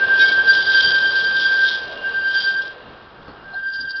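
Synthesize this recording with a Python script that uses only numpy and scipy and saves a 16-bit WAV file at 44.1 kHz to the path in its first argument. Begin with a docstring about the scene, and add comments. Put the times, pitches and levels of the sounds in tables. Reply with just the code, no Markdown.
"""Outdoors, beside a tight curve with echoes off a yard: a tram draws away over the town's hum.
From the start two wheels stick and slip, singing a few hertz apart near 1576 Hz so the squeal throbs, while
the flanges grind, bite and rasp and ring the wheel. The squeal sinks near 1.9 s, returns from 2.1 s, nearly
goes at 2.8 s, where the grinding sinks too; a dull knock comes at 3.28 s and a fainter squeal from 3.5 s.
All along, shaped noise makes the rolling fade, and soft puffs of wind touch the microphone."""
import sys
import numpy as np
from scipy import signal
from scipy.fft import rfft, irfft
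from scipy.io import wavfile
from scipy.ndimage import uniform_filter1d

SR = 44100
rng = np.random.default_rng(int(sys.argv[2]) if len(sys.argv) > 2 else 0)


def wrap_up_sound(samples):
    """Save the sound to the file named by the first command line argument, as 16-bit audio."""
    columns = np.atleast_2d(samples).T
    # keep every value between -1 and 1, then stretch to whole-number steps
    tamed = np.clip(columns, -1, 1)
    steps = np.round(tamed * 32767).astype(np.int16)
    wavfile.write(sys.argv[1], SR, steps)


N = 176400
T = np.arange(N) / SR  # time in s


def undb(db):
    """Decibels to amplitude gain."""
    return 10 ** (np.asarray(db) / 20)


def unit(x):
    """Scale to rms 1."""
    return x / np.sqrt(np.mean(x ** 2))


def curve(rows, axis=1):
    """Gain over time, interpolated in dB from one column of a table."""
    rows = np.array(rows)
    return undb(np.interp(T, rows[:, 0], rows[:, axis]))


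def swell(at, length):
    """A Gaussian rise and fall around one moment; length is its standard deviation in s."""
    return np.exp(-.5 * ((T - at) / length) ** 2)


def noise():
    """White Gaussian noise."""
    return rng.standard_normal(N)


def walk(rate):
    """Smooth random drift of rms 1: noise under a Gaussian low-pass, rate in Hz."""
    f = np.fft.rfftfreq(N, 1 / SR)
    return unit(irfft(rfft(noise()) * np.exp(-.5 * (f / rate) ** 2), N))


def colour(x, points):
    """Shape a spectrum by (Hz, dB) points, falling beyond both ends, steeper at the top; rms 1."""
    hz, db = np.array(points).T
    f = np.maximum(np.fft.rfftfreq(N, 1 / SR), 1)
    ends = np.minimum(f / hz[0], 1) ** 2 * np.minimum(hz[-1] / f, 1) ** 10
    gain = undb(np.interp(np.log(f), np.log(hz), db))
    return unit(irfft(rfft(x) * ends * gain, N))


def resonate(x, hz, width):
    """One resonance, gain 1 at its centre."""
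    b, a = signal.iirpeak(hz, hz / width, fs=SR)
    return signal.lfilter(b, a, x)


def band(hz, width):
    """Noise passed twice through one resonance; rms 1."""
    once = resonate(noise(), hz, width)
    return unit(resonate(once, hz, width))


def turn(hz):
    """Phase of an oscillation with a moving pitch."""
    return 2 * np.pi * np.cumsum(hz) / SR


# Puffs of wind at the microphone: centre t/s, spread/s, level/dB
WIND_PUFFS = [(0.877, .04, -42), (1.362, 0.099, -51), (2.889, 0.045, -43.5), (3.216, .045, -46.5),
              (3.83, 0.044, -47)]
PUFF_HZ, PUFF_PASS_WIDTH_HZ = 93.7, 450
# Spectrum of the distant town: f/Hz, relative density/dB
TOWN_COLOUR = [(25, 1), (130, -1.5), (500, -1), (1400, -0.5), (1750, -6), (2050, -14), (3600, -16.5),
               (4800, -23.5), (5200, -23.5), (5600, -42), (6200, -47.5)]
TOWN_DB = -46.5  # mean level, which sways slowly


def air():
    """Far town hum as swaying shaped noise, and close puffs of low noise as wind on the microphone."""
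    puffs = sum(undb(db) * swell(s, length) for s, length, db in WIND_PUFFS)
    wind = band(PUFF_HZ, PUFF_PASS_WIDTH_HZ) * puffs
    town = undb(TOWN_DB + 2.4 * walk(1.4)) * colour(noise(), TOWN_COLOUR)
    return wind + town


# Rolling noise fading with distance: t/s, level/dB
ROLL_LEVEL = [(0, -30.5), (.25, -33), (.9, -35), (1.4, -36.5), (2, -39.5), (2.6, -41.5), (2.9, -45),
              (3.1, -53), (4, -62)]
# Spectrum of the rolling noise: f/Hz, relative density/dB
ROLL_SPECTRUM = [(100, -10), (250, -11), (330, -5.5), (430, -0.5), (700, -5), (1050, -5), (1300, -8.5),
                 (1750, -6.5), (2000, -15.5), (2700, -12), (4200, -16), (5200, -33.5)]
# Faint ring of the rails: t/s, level/dB
RAIL_RING = [(0, -46.5), (1.7, -54), (2.05, -42), (2.4, -51.5), (3.2, -65), (4, -56.5)]
RAIL_RING_HZ, RAIL_RING_PASS_WIDTH_HZ = 2822, 41
# Low groans of the running gear: centre t/s, spread/s, level/dB, f/Hz
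GEAR_GROANS = [(1.936, .06, -37, 609), (2.748, 0.079, -44.5, 561), (3.548, .018, -43.5, 720)]
GROAN_PASS_WIDTH_HZ = 180
# Spectrum of the dull knock: f/Hz, relative density/dB
KNOCK_SPECTRUM = [(60, -2.5), (200, 9), (700, -2), (1500, -4), (2500, -18), (5000, -22), (6500, -53)]
KNOCK_S, KNOCK_DECAY_S, KNOCK_DB = 3.28, 0.024, -33.5


def running_gear():
    """Shaped noise rumbles, narrow noise rings the rails and groans, and a decaying burst knocks."""
    roll = undb(0.8 * walk(25)) * colour(noise(), ROLL_SPECTRUM) * curve(ROLL_LEVEL)
    rail_ring = band(RAIL_RING_HZ, RAIL_RING_PASS_WIDTH_HZ) * curve(RAIL_RING)
    groans = sum(undb(db) * swell(s, length) * band(hz, GROAN_PASS_WIDTH_HZ)
                 for s, length, db, hz in GEAR_GROANS)
    knock_decay = (T > KNOCK_S) * np.exp(-abs(T - KNOCK_S) / KNOCK_DECAY_S)
    knock = undb(KNOCK_DB) * knock_decay * colour(noise(), KNOCK_SPECTRUM)
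    return roll + rail_ring + groans + knock


GRAINS_PER_S, GRAIN_SPREAD_DB, CHATTER_DB = 3000, 3, 1.13


def friction():
    """Dense tiny impacts of steel on steel, at random moments, their strength swayed by chatter."""
    struck = rng.random(N) < GRAINS_PER_S / SR
    strength = undb(GRAIN_SPREAD_DB * noise() + CHATTER_DB * walk(48))
    return struck * noise() * strength


# Ringing modes of the wheel: f/Hz, width/Hz, relative level/dB
WHEEL_MODES = [(1470, 67, -2), (2190, 4.7, -4.5), (2528, 21, -5.5), (2760, 23, -21), (3160, 28, -1.5),
               (3281, 22, 12.5), (3490, 20, -5.5), (3811, 22, 1.5), (4090, 20, -4.5), (4600, 50, -18),
               (4835, 15, -13.5)]


def wheel(push):
    """The wheel's modes, parallel resonances, ring under a push; rms 1."""
    return unit(sum(undb(db) * resonate(push, hz, width) for hz, width, db in WHEEL_MODES))


# Force of the flange on the rail: t/s, level before the scrape and ring gains/dB
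FLANGE_FORCE = [(0, -37), (0.12, -38), (0.3, -28.5), (0.43, -39.5), (0.55, -26), (0.64, -32.5),
                (0.83, -23.5), (1.03, -34.5), (1.12, -35), (1.18, -30), (1.33, -36.5), (1.42, -28),
                (1.55, -35), (1.68, -28.5), (1.92, -43.5), (2.24, -45), (2.4, -29.5), (2.56, -42.5),
                (2.68, -43.5), (2.78, -63), (3.45, -61.5), (3.8, -50.5), (4, -58)]
# Spectrum of the scrape: f/Hz, relative density/dB
SCRAPE_COLOUR = [(1800, -19.5), (2650, -20.5), (2950, -7), (3100, -4.5), (3600, 0), (4100, -4.5),
                 (4420, -7), (4850, -4), (5300, -10), (5520, -16), (5750, -18.5), (6000, -42),
                 (6300, -43.5)]
SCRAPE_DB, RING_DB = -0.5, -5.5  # shares of scrape and wheel ring
# Hard bites, each making one mode squeak: centre t/s, spread/s, level/dB, f/Hz
FLANGE_BITES = [(.212, 0.018, -35, 2484), (.217, 0.015, -21.5, 3790), (0.235, 0.018, -34, 2195),
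                (.297, .014, -35, 2230), (0.501, 0.011, -19, 4725)]
BITE_JITTER_HZ = 17
# Short shrill rasps: centre t/s, spread/s, level/dB, f/Hz
FLANGE_RASPS = [(0.211, 0.011, -28, 3407), (0.216, 0.014, -34.5, 4300), (0.219, 0.013, -30.5, 5390),
                (1.183, 0.01, -32.5, 4500), (1.371, 0.01, -36.5, 3630), (1.679, 0.011, -29, 3700),
                (3.3, 0.014, -55, 4400), (3.545, .01, -46, 4170), (3.748, 0.012, -31.5, 4740),
                (3.816, 0.011, -32.5, 4770), (3.91, 0.01, -30.5, 4680), (3.973, .012, -35.5, 4710)]
RASP_WIDTH_HZ = 160


def flange():
    """Friction grains scrape and ring the wheel; jittered sines squeak at bites, narrow scrape rasps."""
    grains = friction()
    scrape = colour(grains, SCRAPE_COLOUR)
    steel = undb(SCRAPE_DB) * scrape + undb(RING_DB) * wheel(grains)
    grind = steel * curve(FLANGE_FORCE) * undb(1.8 * walk(32))
    bites, rasps = 0, 0
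    for s, length, db, hz in FLANGE_BITES:
        squeak = unit(np.sin(turn(hz + BITE_JITTER_HZ * walk(80))))
        bites = bites + undb(db) * swell(s, length) * squeak
    for s, length, db, hz in FLANGE_RASPS:
        shrill = unit(resonate(scrape, hz, RASP_WIDTH_HZ))
        rasps = rasps + undb(db) * swell(s, length) * shrill
    return grind + bites + rasps


# Stretches of beating: start t/s, end t/s, beat f/Hz, moment of one swell t/s,
# second wheel's mean level against the first/dB
BEAT_STRETCHES = [(0, 1.105, 10.8, 0.4982, -8), (1.112, 1.946, 10.38, 1.27, -12),
                  (1.964, 3.105, 9.6, 2.27, -8.5), (3.11, 4.1, 9.96, 3.672, -8)]
# Pitch of the leading wheel before wander and jitter: t/s, f/Hz
LEADING_PITCH = [(0, 1575.5), (2.6, 1576), (3.4, 1578.5)]
WANDER_HZ, JITTER_HZ = 1.3, 3.  # rms of slow and fast pitch drift
# Strength of the squeal before the gain below: t/s, level/dB
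SQUEAL_LEVEL = [(0, -20.5), (0.22, -12), (0.42, -18), (0.5, -13), (0.62, -20), (0.74, -11.5), (0.88, -20),
                (0.97, -15), (1.12, -19.5), (1.42, -20), (1.63, -16), (1.87, -34.5), (2.0, -34.5),
                (2.08, -23), (2.3, -20.5), (2.59, -22), (2.8, -52), (3.39, -54.3), (3.56, -28.5),
                (3.68, -25), (3.85, -29), (4, -28.5)]
SQUEAL_GAIN_DB, FLUTTER_DB = 1.5, 0.84
# Brief dips of the squeal: centre t/s, spread/s, depth/dB
SQUEAL_DIPS = [(0.065, 0.0046, -15.5), (.308, 0.0065, -16), (.432, 0.0056, -13), (0.662, 0.007, -11.5),
               (0.911, 0.0026, -14), (2.132, .005, -13.5), (2.423, 0.0062, -11), (3.869, 0.0046, -13)]
SCATTER_DB, SCATTER_HZ = -13.5, 34.7  # each scattered part, and how fast it changes
# Overtones before their gains: t/s, second harmonic level/dB, third harmonic level/dB
OVERTONE_LEVELS = [(0, -49.5, -62), (0.25, -33, -29.5), (0.42, -37, -44.5), (0.52, -44.5, -34),
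                   (0.87, -24, -23), (1.0, -32, -34.5), (1.5, -37.5, -33), (1.75, -45.5, -41),
                   (1.98, -51, -62.2), (2.1, -47, -46), (2.25, -41, -44), (2.43, -29.5, -24.5),
                   (2.8, -64, -74), (3.45, -72, -79), (3.7, -50.5, -43), (4, -52, -50.5)]
SECOND_GAIN_DB, THIRD_GAIN_DB = 0.5, 0.5
OVERTONE_FLUTTER_DB, OVERTONE_JITTER_HZ = 3.5, 18
THROB_DB = 2.5  # peak swing of the overtones with the beat


def squeal():
    """Two wheels stick and slip a few hertz apart and beat; rough overtones throb with them."""
    tone, throb = 0, 0
    steady_pitch = np.interp(T, *np.array(LEADING_PITCH).T)
    pitch = steady_pitch + WANDER_HZ * walk(8) + JITTER_HZ * walk(130)
    phase = turn(pitch)
    for start, end, beat_hz, swell_s, second_db in BEAT_STRETCHES:
        inside = ((T >= start) & (T < end)) * 1.
        during = uniform_filter1d(inside, size=900)  # edges about 20 ms long
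        slip = 2 * np.pi * beat_hz * (T - swell_s) + 0.13 * walk(2.5)
        second = undb(second_db + 1.8 * walk(3))
        tone = tone + during * unit(np.sin(phase) + second * np.sin(phase + slip))
        throb = throb + during * np.cos(slip)

    # sound scattered off the moving tram roughens the tone
    scattered = walk(SCATTER_HZ) * np.sin(phase) + walk(SCATTER_HZ) * np.cos(phase)
    tone = tone + undb(SCATTER_DB) * scattered
    dips = sum(db * swell(s, length) for s, length, db in SQUEAL_DIPS)
    flutter = FLUTTER_DB * walk(18)
    out = tone * curve(SQUEAL_LEVEL) * undb(SQUEAL_GAIN_DB + flutter + dips)

    for column, db in enumerate([SECOND_GAIN_DB, THIRD_GAIN_DB], start=1):
        overtone_phase = turn((column + 1) * pitch + OVERTONE_JITTER_HZ * walk(200))
        rough = undb(OVERTONE_FLUTTER_DB * walk(70) + THROB_DB * throb)
        overtone = unit(np.sin(overtone_phase) * rough)
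        out = out + overtone * undb(db) * curve(OVERTONE_LEVELS, axis=column)
    return out


ECHO_DB, ECHO_T60_S = -21.5, 0.81


def yard_echoes(tram):
    """Thin scatter of echoes from the yard: convolution with decaying noise of unit energy."""
    echoes = noise() * undb(-60 * T / ECHO_T60_S)
    echoes = echoes / np.sqrt(np.sum(echoes ** 2))
    return undb(ECHO_DB) * signal.fftconvolve(tram, echoes)[:N]


def scene():
    """The tram and its yard echoes in open air, at one microphone."""
    background = air()
    tram = running_gear() + flange() + squeal()
    return (background + tram + yard_echoes(tram))[None]


TOP_HZ = 6185


def record(dry):
    """A small microphone chain: a steep elliptic low-pass removes what lies above the middle treble."""
    lowpass = signal.ellip(12, .2, 80, TOP_HZ, fs=SR, output="sos")  # ripple and stopband in dB
    return signal.sosfilt(lowpass, dry)


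dry = scene()
out = record(dry)
wrap_up_sound(out)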